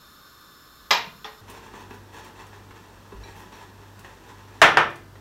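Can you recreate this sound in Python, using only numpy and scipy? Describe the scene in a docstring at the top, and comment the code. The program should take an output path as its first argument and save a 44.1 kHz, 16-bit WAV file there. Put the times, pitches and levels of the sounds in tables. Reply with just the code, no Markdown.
"""A wire whisk and a glass mixing bowl on the counter of a small tiled kitchen. Over a steady thin hiss
(coloured noise, narrow whistles) the whisk clinks hard, then lightly: noise cracks wake decaying modes. The
scene changes abruptly: now motor and mains hum sound with a rush of air. The whisk stirs softly: tiny random
slips drive resonances, among taps, scrapes, twangs and dull counter bumps. Two loud knocks of the bowl (thud,
clunk, ring) overload the microphone; a few faint touches follow."""
import sys
import numpy as np
from scipy import signal
from scipy.fft import rfft, irfft
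from scipy.io import wavfile

SR = 44100
rng = np.random.default_rng(int(sys.argv[2]) if len(sys.argv) > 2 else 0)


def transcribe(signal):
    """Save signal, clipped to [-1, 1], as a 16-bit WAV file at the path in sys.argv[1]."""
    frames = np.atleast_2d(signal).T
    limited = np.clip(frames, -1, 1)
    pcm = np.round(limited * 32767).astype(np.int16)
    wavfile.write(sys.argv[1], SR, pcm)


N = 229356
TIME_S = np.arange(N) / SR
SECOND_S = TIME_S[:SR]   # time axis of every single event

# rel_db: level before the trims, filters and room of its source

# Room reverberation: pitch_hz, t60_s
ROOM_DECAY = [(100, 0.86), (350, 0.48), (1000, 0.31), (2500, 0.37), (5000, 0.31), (9000, 0.21),
              (16000, 0.27)]

# Broad hiss spectrum: pitch_hz, density_db_per_hz (relative)
HISS_SPECTRUM = [(25, -7), (60, 1), (150, -1.5), (400, -4), (750, -12), (1200, -1.5), (2200, -15.5),
                 (3000, -14), (4200, -7), (4850, -14.5), (7000, -17.5), (8200, -22), (10300, -22.5),
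                 (12000, -15), (15500, -21.5)]
# Thin whistles in the hiss: pitch_hz, width_hz (of each of two stages), level_db_rms
HISS_WHISTLES = [(1094, 110, -64), (1187, 50, -64.5), (1260, 37, -65), (1420, 20, -64), (1530, 59, -64),
                 (1720, 38, -67.5), (3583, 59, -64), (3670, 39, -70), (4250, 190, -71), (5290, 114, -63.5),
                 (7020, 540, -69), (8600, 40, -84), (9460, 30, -77.5), (11650, 54, -74), (11440, 86, -68.5),
                 (11900, 100, -74), (15170, 380, -75)]
# Appliance air rush spectrum: pitch_hz, density_db_per_hz (relative)
AIR_SPECTRUM = [(15, -72), (25, -29), (97, -7.5), (149, -3.5), (354, -5), (659, -13), (962, -10),
                (1440, -13.5), (1700, -14.5), (2160, -25), (2690, -21.5), (5570, -24.5), (10700, -33.5),
                (12500, -29), (16000, -34)]
# Motor hum: multiple of turning rate, level_db_rms
MOTOR_HARMONICS = [(1, -61), (2, -53.5), (4, -70)]

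# Dull bumps of the counter: start_s, rel_db, pitch_hz, t60_s
COUNTER_BUMPS = [(1.072, -33, 173, 0.061), (1.908, -35, 245, 0.063), (3.123, -32.5, 410, 0.075),
                 (3.13, -42, 190.5, 0.14), (3.149, -35.5, 52, .22), (4.619, -28, 42, 0.061)]

# Whisk strokes round the bowl: start_s, length_s, rub_rel_db, dry_hiss_rel_db
WHISK_STROKES = [(1.471, 0.11, -43.5, -60), (1.624, 0.041, -46.5, -69), (1.725, 0.11, -45.5, -64),
                 (1.898, 0.051, -49, -59), (2.12, 0.09, -44.5, -64), (2.228, 0.047, -45.5, -65),
                 (2.346, 0.072, -44, -70), (2.525, 0.031, -46.5, -68), (2.745, 0.043, -46, -68),
                 (3.2, 0.13, -48.5, -73), (3.353, 0.057, -50, -57), (3.513, 0.11, -45.5, -66),
                 (3.967, 0.17, -52, -81), (4.231, 0.073, -49, -72)]
# Wires tapping the glass: start_s, rel_db, corner_hz
WIRE_TAPS = [(1.738, -40, 2500), (1.909, -39.5, 2000), (2.53, -45, 3000), (2.708, -43.5, 3000),
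             (3.121, -42, 1100), (4.046, -40, 4500), (5.155, -45.5, 3000)]
# Brief dry scrapes of the wires: start_s, rel_db, corner_hz
WIRE_SCRAPES = [(1.497, -43.5, 14000), (2.245, -48, 9000), (2.465, -52, 9000), (3.99, -48.5, 14000),
                (4.9, -47, 5000), (4.955, -44.5, 5990)]
# A single wire springing free: start_s, rel_db, corner_hz
WIRE_TWANGS = [(3.236, -40.5, 12000), (3.539, -43.5, 6000)]
# Modes of that wire: pitch_hz, rel_db, t60_s
WIRE_MODES = [(1670, -1, 0.11), (2347, 0, 0.13), (2400, -4, .15), (3930, 3, 0.069), (4310, 2, 0.082),
              (5680, 5, 0.062), (5760, -2, 0.076)]
# Spectrum of wires rubbing the bowl: pitch_hz, density_db_per_hz (relative)
RUB_SPECTRUM = [(150, -13), (300, -2), (450, -6), (640, -7.5), (920, -1), (1350, -6), (1750, -6.5),
                (2300, -12), (3700, -14), (4900, -23.5), (6000, -16), (10000, -29), (12500, -29),
                (16000, -36)]
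# Resonances of rubbed bowl and wires: pitch_hz, width_hz, gain_db
RUB_RESONANCES = [(432, 72, 1), (871, 28, 2), (1002, 79, -3), (1688, 47, 0.5), (1910, 88, 0),
                  (2440, 63, -6.5), (2637, 80, 2.5), (3280, 62, -4.5), (3640, 95, -4), (4360, 210, -0.5),
                  (5490, 66, 4.5), (7430, 150, 1), (9200, 130, 1)]

# Whisk chattering on the rim: start_s, rel_db, corner_hz, ring_share_db
HARD_CLINKS = [(0.9075, -13, 9000, -25), (0.9102, -8, 7000, -19), (0.9135, -9, 8950, -23.5)]
# Ring of glass and wires: pitch_hz, rel_db, t60_s
CLINK_MODES = [(436, -8, 0.54), (682, -8, 0.4), (780, -17, 0.4), (915, -4, 0.39), (975, -4, 0.26),
               (1027, -6, 0.56), (1230, -4, 0.26), (1720, -18, 0.18), (1970, -10, 0.46), (2060, -17, 0.13),
               (2270, -33, 0.38), (2490, -14, 0.39), (2760, -17, 0.16), (3250, 7, 0.11), (3230, -17, 0.072),
               (3720, -9, 0.15), (4030, 0, 0.13), (4250, -5, 0.093), (4870, -8, 0.16), (4870, 9, 0.11),
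               (5280, 11, .16), (6470, 0.5, 0.17), (13170, -21, 0.21), (13100, -8, 0.22), (13300, -9, 0.2)]
# Dense clash of the wires: pitch_hz, density_db_per_hz (relative)
CLASH_SPECTRUM = [(100, -24), (200, -14), (290, -17), (420, -9.5), (600, -7), (900, 0.5), (1350, -3),
                  (2600, -7.5), (4000, -4.5), (5400, -8.5), (7200, -14), (10000, -41), (12000, -27),
                  (16000, -27)]
# Resonances of the wire cage: pitch_hz, width_hz, gain_db
CAGE_RESONANCES = [(945, 51, -0.5), (1066, 49, -4), (1690, 60, -3), (1880, 31, 3.5), (2063, 69, 4),
                   (2420, 110, 6.5), (2770, 120, 4.5), (3180, 38, -10), (3460, 40, -7), (3600, 40, -15),
                   (3880, 110, -2.5), (5080, 93, -4), (5440, 40, -2), (7640, 51, -10), (13280, 120, 19.5)]
# Whisk settling lightly on the bowl: start_s, rel_db, corner_hz
LIGHT_CLINKS = [(1.2445, -33, 2180)]
# Modes woken by the light touch: pitch_hz, rel_db, t60_s
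LIGHT_MODES = [(434, -5, 0.41), (786, -4, 0.19), (828, -4.5, 0.36), (1050, -5, 0.35), (1230, -4, 0.2),
               (1880, -5, 0.39), (2620, -5, .09), (3310, 9.5, 0.045), (3550, 7, 0.09), (5550, -1, 0.15)]

# Bowl knocked against the counter: start_s, rel_db, corner_hz, ring_share_db
BOWL_KNOCKS = [(4.6166, 1, 7200, -21), (4.6355, -14.5, 4000, -42), (4.6465, -26, 2600, -37),
               (4.663, -21, 3000, -37), (4.771, -4.5, 2300, -19.5)]
# Thud of bowl and counter: pitch_hz, density_db_per_hz (relative)
THUD_SPECTRUM = [(40, -39), (140, -10.5), (210, -15.5), (340, -6), (480, -4.5), (680, 1), (1000, 3.5),
                 (1350, 5.5), (2300, -2.5), (3300, -6), (4400, -16), (5800, -16.5), (9000, -24),
                 (16000, -30)]
# Ring of the standing bowl: pitch_hz, rel_db, t60_s
BOWL_MODES = [(343.3, -11, 0.58), (452, -5, 0.26), (700, -2.5, 0.22), (771, 2, 0.15), (857, -3, 0.26),
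              (1150, -18, 0.21), (1025, 1, 0.22), (1210, -5, 0.4), (1215, -6.5, 0.4), (1304, 2, 0.35),
              (1465, -8, 0.45), (1394, 0, 0.25), (1630, -11, 0.36), (1740, -10, 0.47), (1766, 1, 0.41),
              (1807, 3.5, 0.29), (2042, -10, 0.7), (2423, -4, 0.4), (3127, -2, 0.21), (5660, -13, 0.36)]

CHANGE_S = 1.41   # hiss gives way to hum
RUMBLE_FROM_S, RUMBLE_DB, RUMBLE_BEFORE_DB = 0.8, -62, -70   # rises once the whisk is handled
RUMBLE_HZ, RUMBLE_WIDTH_HZ = 49.4, 37
MOTOR_HZ, MAINS_HUM_HZ, MAINS_DB = 49.17, 99.91, -59.5   # motor slips behind the mains: the hums beat
IN_STEP_S = 3.24   # a top of the beat
STROKE_ATTACK_S, STROKE_RELEASE_S = 0.011, 0.02   # the wires bite, then ease off
RUB_TRIM_DB, DRY_HISS_TRIM_DB = -4.5, -4   # how strongly a stroke drives bowl and wires
IDLE_DB, IDLE_WAVER_DB, IDLE_WAVER_PER_S = -58, 0.9, 8   # light contact between strokes
SLIPS_PER_S, GRIP_DB, GRIPS_PER_S = 6000, 2.5, 70   # wires catch and slip unevenly
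TAP_TRIM_DB, SCRAPE_TRIM_DB, TWANG_TRIM_DB = 2.5, 5.5, -10.5
CLUNK_DB, CLUNK_HZ, CLUNK_T60_S = -3, 680, 0.034   # foot of the bowl, at every knock
CEILING, CUTOFF_HZ = 0.71, 15750   # full scale = 1


def from_db(db):
    """Decibels to gain."""
    return 10 ** (np.asarray(db) / 20)


def rms_one(x):
    """Scale to rms 1."""
    return x / np.sqrt(np.mean(x ** 2) + 1e-20)


def at_hz(points, hz):
    """Read a table along a log-frequency axis."""
    table_hz, value = np.transpose(points)
    return np.interp(np.log(np.maximum(hz, 1)), np.log(table_hz), value)


def colour(x, spectrum):
    """Causal (minimum-phase) filter with the given spectrum; white noise keeps its power."""
    size = 2 ** 13
    bins_hz = np.arange(size // 2 + 1) * SR / size
    gain = rms_one(from_db(at_hz(spectrum, bins_hz)))
    # folding the cepstrum onto positive time gives minimum phase
    cepstrum = irfft(np.log(gain))
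    cepstrum[1:size // 2] *= 2
    cepstrum[size // 2 + 1:] = 0
    impulse = irfft(np.exp(rfft(cepstrum)))
    return signal.fftconvolve(x, impulse)[:len(x)]


def resonance(x, hz, width_hz):
    """Two-pole resonance with gain 1 on top."""
    r = np.exp(-np.pi * width_hz / SR)
    zeros = np.array([1, 0, -1]) * (1 - r * r) / 2
    poles = [1, -2 * r * np.cos(2 * np.pi * hz / SR), r * r]
    return signal.lfilter(zeros, poles, x)


def body(x, resonances, between_db):
    """A body passes its resonances strongly and little in between."""
    peaks = sum(from_db(db) * resonance(x, hz, width_hz) for hz, width_hz, db in resonances)
    return from_db(between_db) * x + peaks


def dying(t60_s):
    """One second of exponential decay, down 60 dB after t60_s."""
    return np.exp(-np.log(1000) * SECOND_S / t60_s)


def burst(t60_s):
    """Countless close modes dying together, as decaying noise."""
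    return rng.standard_normal(SR) * dying(t60_s)


def ring(modes, scatter_db):
    """Distinct decaying modes, neighbours in opposite senses; each blow shares its force differently."""
    out = np.zeros(SR)
    for k, (hz, db, t60_s) in enumerate(modes):
        gain = (-1) ** k * from_db(db + scatter_db * rng.standard_normal())
        out += gain * dying(t60_s) * np.sin(2 * np.pi * hz * SECOND_S)
    return out


def swing(hz, t60_s, rise_s=0.005):
    """One dull, quickly damped mode under a soft contact."""
    return dying(t60_s) * np.sin(2 * np.pi * hz * SECOND_S) * np.minimum(SECOND_S / rise_s, 1)


def waver(per_s):
    """Random wander: per_s new values a second, joined by straight lines."""
    knots = rng.standard_normal(size=1024)
    return np.interp(TIME_S * per_s, np.arange(len(knots)), knots)


def add(track, start_s, sound):
    """Mix a sound in at a time."""
    start = max(int(start_s * SR), 0)
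    track[start:start + len(sound)] += sound[:N - start]


def play(events, voice):
    """One fresh sound for each contact, dulled by a first-order low-pass at its corner."""
    out = np.zeros(N)
    for start_s, db, corner_hz, *details in events:
        b, a = signal.butter(1, min(corner_hz, SR / 2 - 1000), fs=SR)
        add(out, start_s, from_db(db) * signal.lfilter(b, a, voice(*details)))
    return out


def reflections(gap_s=0.0022, build_s=0.0067):
    """Dense reflections off the tiles: noise bands, each with its own decay; energy 1."""
    edges_hz = np.geomspace(40, 16000, 14)
    tail = np.zeros(SR)
    white = rng.standard_normal((2, SR))   # neighbouring bands use different noise
    for k, (low_hz, high_hz) in enumerate(zip(edges_hz, edges_hz[1:])):
        band_pass = signal.butter(2, [low_hz, high_hz], "band", fs=SR, output="sos")
        t60_s = at_hz(ROOM_DECAY, np.sqrt(low_hz * high_hz))
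        tail += signal.sosfilt(band_pass, white[k % 2]) * dying(t60_s)
    tail *= np.clip((SECOND_S - gap_s) / build_s, 0, 1)
    return tail / np.linalg.norm(tail)


def kitchen(x, wet_db):
    """Direct sound plus the room."""
    return x + from_db(wet_db) * signal.fftconvolve(x, reflections())[:N]


def blow(spectrum, t60_s, wet_db):
    """A short crack of countless close modes plus its wash in the room."""
    crack = burst(t60_s)
    wash = from_db(wet_db) * np.linalg.norm(crack) * reflections()
    return colour(crack + wash, spectrum)


def rumble():
    """The lowest resonance of the room, stirred by movement: noise through two resonant stages."""
    drive = from_db(np.where(TIME_S < RUMBLE_FROM_S, RUMBLE_BEFORE_DB, RUMBLE_DB))
    low = resonance(drive * rng.standard_normal(N), RUMBLE_HZ, RUMBLE_WIDTH_HZ)
    low = resonance(low, RUMBLE_HZ, RUMBLE_WIDTH_HZ)
    return np.sqrt(np.mean(drive ** 2)) * rms_one(low)


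def hiss():
    """A thin hiss of coloured noise with narrow, half-whistling resonances."""
    out = from_db(-53.5) * colour(rng.standard_normal(N), HISS_SPECTRUM)
    for hz, width_hz, db in HISS_WHISTLES:
        whistle = resonance(rng.standard_normal(N), hz, width_hz)
        whistle = resonance(whistle, hz, width_hz)
        out += from_db(db) * rms_one(whistle)
    return out


def appliance():
    """A motor hums and beats slowly against the mains hum, over a soft rush of air."""
    tones = [(k * MOTOR_HZ, db) for k, db in MOTOR_HARMONICS] + [(MAINS_HUM_HZ, MAINS_DB)]
    hum = sum(from_db(db) * np.sqrt(2) * np.sin(2 * np.pi * hz * (TIME_S - IN_STEP_S))
              for hz, db in tones)
    air = from_db(-52.0) * colour(rng.standard_normal(N), AIR_SPECTRUM)
    return hum + air


def bumps():
    """Dull, quickly damped swings of the counter."""
    out = np.zeros(N)
    for start_s, db, hz, t60_s in COUNTER_BUMPS:
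        add(out, start_s, from_db(db) * swing(hz, t60_s))
    return kitchen(out, wet_db=-6.0)


def stroke(start_s, length_s):
    """Pressure of one stroke: attack, hold, release."""
    attack = np.clip((TIME_S - start_s) / STROKE_ATTACK_S, 0, 1)
    release = np.exp(-np.maximum(TIME_S - start_s - length_s, 0) / STROKE_RELEASE_S)
    return attack * release


def stirring():
    """Wires slip over the glass in tiny random jerks, harder in strokes; they tap, scrape, spring free."""
    slips = rms_one(rng.standard_normal(N) * (rng.random(N) < SLIPS_PER_S / SR))
    slips = slips * rms_one(from_db(GRIP_DB * waver(GRIPS_PER_S)))
    in_contact = (TIME_S > CHANGE_S) * (TIME_S < BOWL_KNOCKS[0][0])   # until the first knock
    idle = from_db(IDLE_DB + IDLE_WAVER_DB * waver(IDLE_WAVER_PER_S)) * in_contact
    pressure, dry_pressure = np.zeros(N), np.zeros(N)
    for start_s, length_s, rub_db, dry_db in WHISK_STROKES:
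        shape = stroke(start_s, length_s)
        pressure += from_db(rub_db + RUB_TRIM_DB) * shape
        dry_pressure += from_db(dry_db + DRY_HISS_TRIM_DB) * shape
    rubbing = slips * np.hypot(idle, pressure)
    dry_hiss = slips * dry_pressure
    taps = from_db(TAP_TRIM_DB) * play(WIRE_TAPS, lambda: burst(t60_s=0.064))
    scrapes = from_db(SCRAPE_TRIM_DB) * play(
        WIRE_SCRAPES, lambda: burst(t60_s=0.056) * np.minimum(SECOND_S / 0.0042, 1))   # 4.2 ms rise
    twangs = from_db(TWANG_TRIM_DB) * play(WIRE_TWANGS, lambda: ring(WIRE_MODES, scatter_db=1))
    bowl = body(colour(rubbing + taps, RUB_SPECTRUM), RUB_RESONANCES, between_db=-2.0)
    return kitchen(bowl + dry_hiss + scrapes + twangs, wet_db=-4.0)


def clinks():
    """The wires clash on the rim and leave the glass ringing, then settle lightly."""
    def hard(ring_db):
        clash = blow(CLASH_SPECTRUM, t60_s=0.017, wet_db=-1.5)
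        caged = body(clash, CAGE_RESONANCES, between_db=-1.5)
        return caged + from_db(ring_db) * ring(CLINK_MODES, scatter_db=0.7)

    def light():
        clash = blow(CLASH_SPECTRUM, t60_s=0.041, wet_db=5.0)
        return clash + from_db(-3.5) * ring(LIGHT_MODES, scatter_db=0.8)

    return play(HARD_CLINKS, hard) + play(LIGHT_CLINKS, light)


def knocks():
    """Heavy blows: the counter thuds, the bowl clunks, rattles and rings."""
    def thud_and_ring(ring_db):
        thud = blow(THUD_SPECTRUM, t60_s=0.059, wet_db=-2)
        return thud + from_db(ring_db) * ring(BOWL_MODES, scatter_db=2.5)

    clunks = play([row[:3] for row in BOWL_KNOCKS],
                  lambda: from_db(CLUNK_DB) * swing(CLUNK_HZ, CLUNK_T60_S))
    return kitchen(clunks, wet_db=-12.0) + play(BOWL_KNOCKS, thud_and_ring)


def scene():
    """Whisk and bowl over the background of the kitchen."""
    background = rumble() + np.where(TIME_S < CHANGE_S, hiss(), appliance())
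    return (background + bumps() + stirring() + clinks() + knocks())[None]


def record(dry):
    """The microphone flattens the loudest peaks; a steep low-pass cuts the top."""
    flattened = dry / (1 + (dry / CEILING) ** 8) ** (1 / 8)
    low_pass = signal.ellip(10, 0.1, 80, CUTOFF_HZ, fs=SR, output="sos")
    return signal.sosfilt(low_pass, flattened)


dry = scene()
out = record(dry)
transcribe(out)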